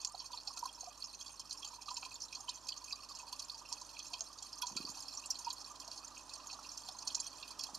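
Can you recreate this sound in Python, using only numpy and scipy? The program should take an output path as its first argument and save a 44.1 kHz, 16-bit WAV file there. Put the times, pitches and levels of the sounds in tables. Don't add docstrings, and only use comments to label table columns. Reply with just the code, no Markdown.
import sys
import numpy as np
from scipy import signal
from scipy.fft import rfft, irfft, next_fast_len
from scipy.io import wavfile
from scipy.ndimage import uniform_filter1d

SR = 44100
rng = np.random.default_rng(int(sys.argv[2]) if len(sys.argv) > 2 else 0)


def unload_audio(sound):
    columns = np.transpose(np.atleast_2d(sound))
    steps = np.round(np.clip(columns, -1, 1) * 32767)
    wavfile.write(sys.argv[1], SR, steps.astype(np.int16))


N = 343098
TIME = np.arange(N) / SR
GRAIN = np.arange(4096) / SR

RUSH_DB, RUSH_DB_PER_S = -64.5, 0.7875
# [f/Hz, level/dB]
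RUSH_SPECTRUM = [(25, -21), (80, -4), (150, -27.5), (280, 5), (430, -12.5), (600, 1), (760, -0.5),
                 (970, 7.5), (1150, 5), (1500, -5.5), (2100, -12), (2600, -14), (6000, -2), (14000, -37)]
# [f/Hz, level/dB]
RUMBLE_SPECTRUM = [(25, -34), (80, -10), (120, -3.5), (170, -1.0), (250, -3.0), (310, -5.5),
                   (420, -2.0), (600, -7.0), (1500, -19), (14000, -69)]
# [f/Hz, rms level/dB]
HUM_PARTIALS = [(50, -72.5), (100, -80)]
# [f/Hz, level/dB]
HISS_SPECTRUM = [(30, -3), (80, 0.5), (250, -3), (500, -2.0), (1000, -7.5), (2100, -6.0), (4500, -7.5),
                 (7000, -11.0), (9500, -9.5), (14000, -16.5)]
# [f/Hz, width/Hz, level/dB]
HOUSING_MODES = [(1150, 1700, -15.5), (2521, 164, -1), (2778, 116, -8.5), (3090, 94, -7.5),
                 (3288, 200, -7.5), (3913, 160, -8.5), (4184, 140, 0), (4451, 192, 5), (4776, 790, -4),
                 (5353, 200, 2.5), (5560, 93, 0.5), (5770, 150, -0.5), (6160, 310, -1), (6448, 300, 2.5),
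                 (7255, 390, 1), (8754, 480, -2), (10220, 480, -9.5), (10800, 960, -15),
                 (12300, 2800, -16.5)]
# [t/s, fine trickle level/dB]
TRICKLE_FLOW = [(0.0, -55), (1.25, -54.5), (1.45, -54.5), (2.01, -52.5), (2.27, -55.5), (4.1, -54.5),
                (4.31, -56.5), (4.83, -51.5), (5.76, -54.5), (6.35, -57), (7.21, -52.5), (7.78, -55.5)]
# [t/s, length/s, level change/dB]
STREAM_LULLS = [(0.23, 0.026, -6), (0.906, 0.029, -7), (1.438, 0.033, -12), (3.07, .03, -5),
                (3.635, 0.043, -7), (4.29, 0.053, -3), (4.612, 0.021, -17), (5.286, .035, -16),
                (5.547, 0.042, -8), (5.787, .03, -15), (6.384, 0.039, -8)]
LEAD_S = .008
# [t/s, peak level/dB, bubble f/Hz, bubble over splash level/dB, relative top treble level/dB]
LOUD_DROPS = [(0.014, -41.5, 6440, -2, -38), (0.072, -36.5, 6660, 1, -32), (0.147, -44, 4220, 13, -30),
              (0.1915, -41, 4460, 22, -38), (0.199, -38.5, 5480, 14, -38), (0.258, -44.5, 5320, -3, -19),
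              (0.3306, -39.5, 4450, 25, -36), (0.3735, -38, 4400, 26, -35), (0.399, -44, 4600, 19, -25),
              (0.4735, -33.5, 4370, 9, -40), (0.482, -38.5, 5100, 17, -37), (0.509, -45.5, 5400, 4, -25),
              (0.574, -39.5, 4480, -3, -23), (0.591, -41, 6270, -9, -7), (0.6555, -38, 4400, 5, -10),
              (0.807, -37, 6420, 2, -23), (0.842, -47, 6300, 9, -28), (1.0223, -34.5, 4430, 12, -38),
              (1.0405, -36, 5200, 23, -36), (1.136, -45.5, 4260, 0, -28), (1.147, -44, 6370, 0, -25),
              (1.212, -43, 5260, -7, -20), (1.263, -43.5, 4500, 0, -31), (1.28, -43, 4540, -5, -25),
              (1.397, -39, 5430, -18, -13), (1.5093, -32.5, 4410, 9, -39), (1.5275, -37.5, 4960, -2, -20),
              (1.647, -37, 3960, -11, -20), (1.674, -42, 7050, 7, -28), (1.819, -44.5, 5530, -5, -20),
              (1.858, -46, 5470, 5, -28), (1.8858, -39, 4070, 8, -36), (1.905, -40, 4540, -2, -31),
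              (1.9415, -39, 7000, 15, -23), (1.9685, -34.5, 5320, 4, -29), (2.053, -48, 6200, -5, -25),
              (2.129, -52, 4500, -4, -23), (2.142, -39.5, 7100, 17, -28), (2.154, -41.5, 4440, 16, -23),
              (2.203, -42, 5400, -1, -25), (2.218, -35, 6080, 10, -32), (2.2346, -39.5, 5460, 16, -20),
              (2.327, -42, 5500, -3, -19), (2.351, -37, 4400, -1, -32), (2.368, -46, 4160, -11, -32),
              (2.404, -42.5, 6480, 7, -15), (2.4923, -32.5, 4550, -1, -25), (2.556, -42.5, 6100, 16, -25),
              (2.6875, -31.5, 4640, 1, -19), (2.72, -35, 4520, 22, -36), (2.776, -39, 6300, 0, -35),
              (2.843, -40.5, 6470, -13, -17), (2.925, -30.5, 4710, 8, -33), (3.089, -45, 4620, 1, -25),
              (3.115, -43, 4640, 9, -28), (3.15, -42, 5260, 12, -27), (3.188, -42.5, 6500, -4, -18),
              (3.327, -36.5, 4350, -1, -15), (3.3954, -35.5, 5400, -5, -23), (3.421, -38.5, 4380, 1, -17),
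              (3.447, -44.5, 7260, 5, -25), (3.4966, -35.5, 4380, 20, -23), (3.543, -41.5, 4860, 14, -32),
              (3.722, -41, 5560, 0, -22), (3.7285, -36.5, 5660, -6, -24), (3.814, -42, 6420, -7, -21),
              (3.891, -45, 4460, 16, -22), (3.991, -41, 6030, 1, -16), (4.067, -42, 5480, -4, -27),
              (4.134, -37, 4420, -3, -22), (4.2068, -32.5, 6500, 20, -33), (4.386, -42, 4550, 0, -28),
              (4.426, -38, 4440, -8, -24), (4.5285, -37.5, 5360, 4, -23), (4.6195, -33.5, 5630, 8, -8.5),
              (4.669, -34, 4160, -8, -23), (4.692, -45, 6420, 9, -25), (4.766, -31, 4630, 0, -23),
              (4.773, -32.5, 4520, 2, -28), (4.81, -44, 4500, 12, -33), (4.85, -33, 4650, 22, -28),
              (4.871, -44, 4620, 17, -22), (4.8995, -43, 6540, 17, -5), (4.942, -58, 6400, 7, -25),
              (4.973, -41, 4630, -9, -16), (5.003, -39.5, 5200, 13, -13), (5.022, -41.5, 7350, 12, -20),
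              (5.082, -38, 5360, 22, -21), (5.1485, -41, 7150, 4, -25), (5.173, -34.5, 5830, 4, -38),
              (5.258, -38, 7370, 10, -18), (5.304, -26.5, 5720, 7.5, -18), (5.3545, -39.0, 4330, 24, -39),
              (5.3915, -40, 6200, -11, -9.5), (5.446, -38, 5170, 14, -36), (5.5024, -31, 4520, 6, -32),
              (5.5287, -40, 6560, 18, -6.5), (5.58, -43, 4320, 5, -19), (5.614, -46, 5360, -8, -25),
              (5.644, -42, 4480, 10, -27), (5.756, -49, 4360, 0, -21), (5.8005, -40.5, 4400, -12, -15),
              (5.848, -48, 6500, 8, -25), (5.878, -51, 4530, -2, -7), (5.9145, -37.5, 4450, 10, -36),
              (5.977, -40.5, 5020, -9, -20), (6.078, -42.5, 7060, 0, -28), (6.177, -45, 6600, 0, -20),
              (6.294, -42.5, 4370, -1, -23), (6.3355, -38, 5300, 4, -33), (6.356, -44.5, 4370, 14, -30),
              (6.4695, -39, 6600, 13, -15), (6.492, -51, 5800, -4, -25), (6.513, -43, 4370, -4, -28),
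              (6.529, -40, 4590, -17, -30), (6.69, -39.5, 5570, 15, -19), (6.716, -40.5, 6535, 7, -25),
              (6.775, -36.5, 6180, 1, -20), (6.886, -38, 4440, 4, -18), (6.988, -40.5, 6470, -12, -22),
              (7.024, -41, 5840, -4, -22), (7.0744, -30, 6200, -6, -21), (7.1478, -29.5, 6650, -1, -31),
              (7.193, -42, 4700, 8, -32), (7.201, -31.5, 6600, -4, -32), (7.243, -41, 5800, 7, -27),
              (7.266, -35, 6140, 7, -17), (7.314, -49, 4480, 9, -28), (7.4255, -39.5, 4350, 19, -29),
              (7.478, -44, 4570, 1, -14), (7.51, -43, 4690, -5, -27), (7.592, -36, 5300, 2, -12),
              (7.608, -35, 5520, 6, -36), (7.6377, -32.5, 5460, -13, -17), (7.7485, -34.5, 4760, -6, -17)]
# [t/s, peak level/dB, echo level/dB]
STONE_TAPS = [(0.0485, -24.5, -1), (0.434, -45, -14), (3.727, -26.5, -19), (3.992, -34.5, -11),
              (4.2074, -30.5, -16), (5.8785, -37, -5), (7.149, -27.5, 2)]
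# [t/s, peak level/dB, f/Hz, ring life/cycles, splash over bubble level/dB]
LARGE_BUBBLES = [(.085, -51, 980, 4.5, -13), (.147, -40.5, 775, 1.5, -11), (.303, -48.5, 980, 5, -24),
                 (.337, -41.5, 967, 4.2, -27), (.508, -46.5, 1116, 3.8, -6), (.571, -46.5, 1335, 8, -1),
                 (.629, -31, 967, 4.7, -15.5), (.656, -35, 1032, 3.9, -13), (.776, -48.5, 956, 10.6, -6),
                 (.833, -44.5, 713, 3.1, -15), (.872, -43, 714, 5.1, -22), (1.733, -46, 985, 4, -11),
                 (1.884, -39, 1160, 3.6, -9.5), (1.912, -38, 1000, 5.1, -11), (1.973, -45, 940, 5.2, -22),
                 (2.027, -42.5, 1025, 3.3, 0), (2.062, -45.5, 1027, 4.3, -7), (2.37, -47, 1020, 4.1, -8),
                 (2.485, -40.5, 980, 4.9, -23), (2.93, -48, 1143, 5.9, -14), (3.109, -46, 1124, 4, -15),
                 (3.232, -44.5, 982, 4.8, -20), (3.327, -43, 980, 4.1, -23), (3.721, -42, 968, 4.7, -24),
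                 (3.816, -45, 990, 4.6, -17), (4.124, -55, 710, 5.2, -9), (4.14, -45.5, 994, 6.9, -8),
                 (4.209, -51, 672, 4.1, -1), (4.62, -48, 1430, 5.7, -20), (4.631, -35, 968, 6.1, -21),
                 (4.677, -44, 972, 4.9, -12), (4.698, -49, 1001, 2.2, 2), (4.773, -52, 1370, 9.2, -8),
                 (4.876, -48.5, 985, 7.2, -2), (4.972, -48, 930, 5.2, -5), (5.182, -48, 1140, 4.2, -21),
                 (5.469, -32, 942, 5.3, -20), (5.502, -45, 990, 3.5, -20), (5.88, -49.5, 671, 3.2, -21),
                 (6.588, -43.5, 910, 4.7, 3), (6.886, -44, 740, 3.4, -6), (6.95, -48.5, 1001, 4.6, -16),
                 (7.072, -46.5, 1120, 3.8, -6), (7.169, -46.5, 950, 7, -4), (7.687, -43, 1003, 5.5, 5)]
# [t/s, peak level/dB, f/Hz, splash over bubble level/dB]
MIDDLE_BUBBLES = [(0.475, -48, 3420, 4), (0.573, -47, 2610, -2), (0.6913, -44, 3260, -14),
                  (1.209, -43.5, 3300, -12), (1.261, -48, 3350, -13), (1.629, -38.5, 3310, -11),
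                  (1.887, -45, 3280, 4), (1.9684, -37.5, 2610, 12), (2.029, -37, 2560, -1),
                  (2.0507, -39.5, 2530, 6), (2.114, -46, 2540, -12), (2.3268, -38, 2530, -14),
                  (2.4821, -37.5, 3060, -13), (2.6887, -43.5, 3430, 6), (2.908, -39.5, 2530, -29),
                  (3.199, -44, 2570, -2), (3.6521, -47, 2680, -15), (3.9677, -41.5, 2550, -6),
                  (3.999, -40, 3350, -2), (4.138, -35, 3150, 1), (4.207, -52, 3170, 7),
                  (4.6218, -33, 3320, -3.5), (4.7696, -38, 2550, -8), (5.238, -43.5, 2740, -18),
                  (5.483, -44, 2820, 8), (6.1702, -45, 2540, -20), (6.4994, -41.5, 2570, 4),
                  (6.648, -47, 2670, -17), (7.1024, -39.5, 3230, -1), (7.176, -52, 3350, 11),
                  (7.261, -45, 3270, -10), (7.43, -42, 2670, -7), (7.5952, -42, 3290, -3)]
# [t/s, peak level/dB, puff f/Hz]
WING_BEATS = [(4.712, -50, 220), (4.727, -50, 220), (4.757, -42, 255), (4.801, -43, 272), (4.846, -46, 288),
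              (4.894, -49, 223), (7.732, -51, 250), (7.77, -52, 230)]
# [f/Hz, level/dB]
FEATHER_SPECTRUM = [(40, -10), (90, 5), (150, -12), (230, 2), (300, 0), (480, -7), (900, -18), (4000, -30)]


def undb(db):
    return 10 ** (np.asarray(db) / 20)


def unit(x):
    return x / np.sqrt(np.mean(x ** 2))


def crest(x, db, size=88):
    return x * undb(db) / np.sqrt(2 * uniform_filter1d(x ** 2, size).max())


def curve(rows):
    return np.interp(TIME, *np.transpose(rows))


def add(track, s, sound):
    i = int(np.clip(s * SR, 0, N - 1))
    track[..., i:i + sound.shape[-1]] += sound[..., :N - i]


def through(x, response):
    size = next_fast_len(len(x) + response.shape[-1], True)
    spectrum = rfft(x, size) * rfft(response, size)
    return irfft(spectrum, size)[..., :len(x)]


def walk(rate):
    k = int(SR / rate)
    steps = np.repeat(rng.standard_normal(N // k + 1), k)
    return 1.3 * uniform_filter1d(steps, k)[:N]


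def noise(colour):
    hz, db = np.transpose(colour)
    bins = np.log(np.fft.rfftfreq(N, 1 / SR) + 1)
    gain = undb(np.interp(bins, np.log(hz), db))
    return unit(irfft(rfft(rng.standard_normal(N)) * gain, N))


def rush(low_db=-12.5):
    waver_db = .5 * walk(12)
    growth = undb(RUSH_DB_PER_S * TIME + waver_db)
    far_noise = noise(RUSH_SPECTRUM) * growth
    rumble = noise(RUMBLE_SPECTRUM) * np.sqrt(growth)
    return undb(RUSH_DB) * (far_noise + undb(low_db) * rumble)


def hum():
    out = np.zeros(N)
    for hz, db in HUM_PARTIALS:
        out += np.sqrt(2) * undb(db) * np.sin(2 * np.pi * (hz * TIME + rng.random()))
    return out


def hiss(level_db=-70):
    return undb(level_db) * np.array([noise(HISS_SPECTRUM) for _ in range(2)])


def housing(size=2048):
    f = np.fft.rfftfreq(size, 1 / SR)
    power = sum(undb(db) ** 2 / (1 + ((f - hz) / width * 1.57) ** 2) ** 3 for hz, width, db in HOUSING_MODES)
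    cepstrum = irfft(np.log(power + undb(-70) ** 2) / 2)
    cepstrum[1:size // 2] *= 2
    cepstrum[size // 2:] = 0
    return irfft(np.exp(rfft(cepstrum)))[:size // 2]


def rocks(echo_s=0.0038, echo_db=-5, scatter_db=-6, scatter_s=0.01, trees_db=-16, trees_s=0.015,
          apart_db=-5, pan_spread_db=-0.7, size=3000):
    paths = np.zeros((2, size))
    for db, fade_s in ((scatter_db, scatter_s), (trees_db, trees_s)):
        shared = rng.standard_normal(size)
        separate = undb(apart_db) * rng.standard_normal((2, size))
        tail = (shared + separate) * np.exp(-GRAIN[:size] / fade_s)
        paths += undb(db) * tail / np.linalg.norm(tail[0])
    paths[:, 0] += 1
    paths[:, int(echo_s * SR * rng.uniform(.9, 1.1))] += undb(echo_db)
    pan_db = pan_spread_db * rng.standard_normal() * np.array([[.5], [-.5]])
    return paths * undb(pan_db)


def bubble(hz, life_s, rise, attack_s, size=2600):
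    t = GRAIN[:size]
    age = t / max(life_s, 1 / SR)
    pitch = hz * (1 + rise * (np.minimum(age, 4) - 1))
    ring = np.sin(2 * np.pi * np.cumsum(pitch) / SR)
    return ring * np.exp(-age) * (1 - np.exp(-(t / attack_s) ** 2))


def strays(count, db, range_db, low_hz, high_hz):
    wait, size, pitch = rng.random((count, 3)).T
    s = (np.arange(count) + 2 * wait) % count / count * N / SR
    hz = low_hz * (high_hz / low_hz) ** pitch
    return np.column_stack([s, db + range_db * (size - .5), hz])


def lulls():
    return undb(sum(db * np.exp(-(2 * (TIME - s) / length_s) ** 2) for s, length_s, db in STREAM_LULLS))


def trickle(body, count=960, spread_db=3.5, cycles=8, spray_db=0, spray_s=0.0015, spurt_s=0.006,
            gain_db=-1.5, spots=6, cluster=3):
    out = np.zeros((2, N))
    t = GRAIN[:600]
    for _ in range(spots):
        splashes = np.zeros(N)
        for s, db, spurt_hz in strays(count=count // spots, db=0, range_db=8, low_hz=2800, high_hz=8500):
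            for wait, pitch, strength in rng.standard_normal((cluster, 3)):
                hz = min(spurt_hz * np.exp(0.2 * pitch), 11000)
                blip = unit(bubble(hz, cycles / hz, 0.057, 0.00082, size=len(t)))
                spray = unit(rng.standard_normal(len(t)) * t * np.exp(-t / spray_s))
                burst = (blip + undb(spray_db) * spray) * undb(db + spread_db * strength)
                add(splashes, s + spurt_s * wait, burst)
        out += through(through(splashes, body), rocks(scatter_db=-7, apart_db=6.0))
    return unit(out) * undb(curve(TRICKLE_FLOW) + gain_db) * lulls()


def gurgle(count=560, centre_hz=980, spread=0.296, life_s=0.0043, level_db=-65):
    out = np.zeros(N)
    for (when, strength), pitch in zip(rng.random((count, 2)), rng.standard_normal(count)):
        hz = centre_hz * np.exp(spread * np.tanh(pitch / 2))
        add(out, when * N / SR, strength ** 2 * bubble(hz, life_s, 0.023, 0.0085))
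    return unit(through(out, rocks(echo_db=-40))) * undb(level_db)


def splash(swell_s, fade_s, grit=0.67):
    t = GRAIN - LEAD_S
    impacts = rng.standard_normal(len(t)) * np.exp(grit * rng.standard_normal(len(t)))
    return impacts * np.exp(-np.maximum(-t / swell_s, t / fade_s))


def spatter(hz, spread=0.186, delay_s=0.01, life_s=0.0013, count=5):
    out = np.zeros(len(GRAIN))
    for pitch, strength, wait in zip(rng.standard_normal(count), rng.random(count), rng.exponential(size=count)):
        blip = bubble(min(hz * np.exp(spread * pitch), 10000), life_s, 0.052, 0.00018, size=500)
        start = min(int(wait * delay_s * SR), len(out) - len(blip))
        out[start:start + len(blip)] += blip * strength * np.exp(-wait / 2)
    return out


def drops(body, ring_s=0.0022, ring_swell_s=0.00088, pinch_s=0.0014, rise=0.0094, ring_gain_db=2.5,
          twin_db=-6, twin_spread=0.14, twin_s=0.0011, twin_delay_s=0.0045, spatter_db=-8,
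          mist_db=1, mist_follow=0.88, stray_ring_db=-2, stray_top_db=-16, gain_db=0.0):
    out = np.zeros((2, N))
    bright = signal.butter(3, 8600, "high", fs=SR, output="sos")
    band = signal.butter(4, [3500, 7900], "band", fs=SR, output="sos")
    lead = int(LEAD_S * SR)
    weaker = strays(count=30, db=-49.5, range_db=6, low_hz=4020, high_hz=6500)
    events = list(LOUD_DROPS) + [(*row, stray_ring_db, stray_top_db) for row in weaker]
    for s, db, hz, ring_db, top_db in events:
        drop = crest(signal.sosfilt(band, through(splash(0.0016, 0.0026), body)), 0)
        ring = crest(bubble(hz, ring_s, rise, ring_swell_s), ring_db + ring_gain_db)
        add(drop, LEAD_S + pinch_s * rng.random(), ring)
        twin_hz = hz * np.exp(twin_spread * rng.standard_normal())
        twin = bubble(twin_hz, twin_s, 2 * rise, ring_swell_s)
        add(drop, LEAD_S + twin_delay_s * rng.random(), crest(twin, ring_db + ring_gain_db + twin_db))
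        drop = crest(drop, 0)
        drop[lead:] += crest(through(spatter(hz), body), spatter_db)[:-lead]
        add(out, s - LEAD_S, crest(through(drop, rocks()), db + gain_db))
        mist = signal.sosfilt(bright, through(splash(0.0021, 0.0041, grit=1.0), body))
        mist = through(mist, rocks(scatter_db=18, scatter_s=0.0047, apart_db=-4))
        add(out, s - LEAD_S, crest(mist, db + gain_db + mist_db + mist_follow * top_db))
    return out


def taps(body, ring_db=-4):
    out = np.zeros((2, N))
    band = signal.butter(2, [3800, 7500], "band", fs=SR, output="sos")
    click = crest(signal.sosfilt(band, np.pad(body, (0, 2048))), 0)
    add(click, 0, crest(bubble(5500, .0004, 0, .0001), ring_db))
    for s, db, echo_db in STONE_TAPS:
        add(out, s, crest(through(click, rocks(echo_db=echo_db, scatter_db=-7)), db))
    return out


def froth(hz, life_s, spread, span_s, count=6):
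    out = np.zeros(len(GRAIN))
    for pitch, when in zip(rng.standard_normal(count), rng.random(count)):
        blip = bubble(hz * np.exp(spread * pitch), life_s, 0.03, 0.0013, size=1200)
        start = min(int(when * span_s * SR), len(out) - len(blip))
        out[start:start + len(blip)] += blip * np.exp(-when)
    return out


def pool(body, plink_s=0.0038, plink_db=-2.0, gloop_db=-0.5, rise=0.0029, slosh_s=0.0053,
         plink_froth_db=-8, gloop_froth_db=-14):
    out = np.zeros((2, N))
    wet = signal.butter(3, [2450, 4200], "band", fs=SR, output="sos")
    low = signal.butter(5, [700, 1330], "band", fs=SR, output="sos")
    weak_plinks = strays(count=10, db=-51, range_db=4, low_hz=2550, high_hz=3600)
    weak_gloops = strays(count=26, db=-55, range_db=3, low_hz=900, high_hz=1200)
    for s, db, hz, wet_db in [*MIDDLE_BUBBLES, *[(*row, 3) for row in weak_plinks]]:
        plink = crest(signal.sosfilt(wet, through(splash(0.0025, 0.0037, grit=0.73), body)), wet_db)
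        add(plink, LEAD_S, crest(bubble(hz, plink_s, 0.011, 0.0014), 0))
        fragments = through(froth(1.25 * hz, 0.001, 0.252, 0.03), body)
        plink = crest(plink, 0) + crest(fragments, plink_froth_db)
        add(out, s - LEAD_S, crest(through(plink, rocks()), db + plink_db))
    for s, db, hz, cycles, wet_db in [*LARGE_BUBBLES, *[(*row, 5, -3) for row in weak_gloops]]:
        life_s = cycles / hz
        gloop = crest(signal.sosfilt(low, splash(0.0004, slosh_s)), wet_db)
        ring = bubble(hz, life_s, rise, 1.86 * life_s, size=3600)
        add(gloop, LEAD_S - .003, crest(ring, 0))
        gloop = crest(gloop, 0) + crest(froth(hz, 0.0022, 0.093, 0.041), gloop_froth_db)
        paths = rocks(echo_db=-9.5, scatter_db=-8.0, scatter_s=0.0049)
        add(out, s - LEAD_S, crest(through(gloop, paths), db + gloop_db))
    return out


def wings(push_s=0.0018, swish_db=-15, swish_s=0.041, gain_db=0.0):
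    out = np.zeros(N)
    air = noise(FEATHER_SPECTRUM)
    for s, db, hz in WING_BEATS:
        puff = crest(bubble(hz, push_s, -0.065, 0.0044), 0)
        start = rng.integers(N - len(puff))
        t = GRAIN[:len(puff)]
        swish = air[start:start + len(puff)] * np.exp(-t / swish_s) * (1 - np.exp(-t / 0.0015))
        add(out, s, crest(puff + undb(swish_db) * swish, db + gain_db))
    return signal.sosfilt(signal.butter(2, 105, "high", fs=SR, output="sos"), out)


def scene(balance_db=-5.0):
    body = housing()
    water = trickle(body) + gurgle() + drops(body) + taps(body) + pool(body)
    sound = rush() + hum() + water + wings()
    sides = undb(np.array([[balance_db], [-balance_db]]) / 2)
    return sound * sides / sides.mean() + hiss()


def record(dry, dip_hz=2130, dip_width_hz=320, dip_db=-15, top_hz=14900):
    notched = signal.lfilter(*signal.iirnotch(dip_hz, dip_hz / dip_width_hz, fs=SR), dry)
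    dipped = notched + undb(dip_db) * (dry - notched)
    return signal.sosfilt(signal.ellip(8, .2, 70, top_hz, fs=SR, output="sos"), dipped)


dry = scene()
out = record(dry)
unload_audio(out)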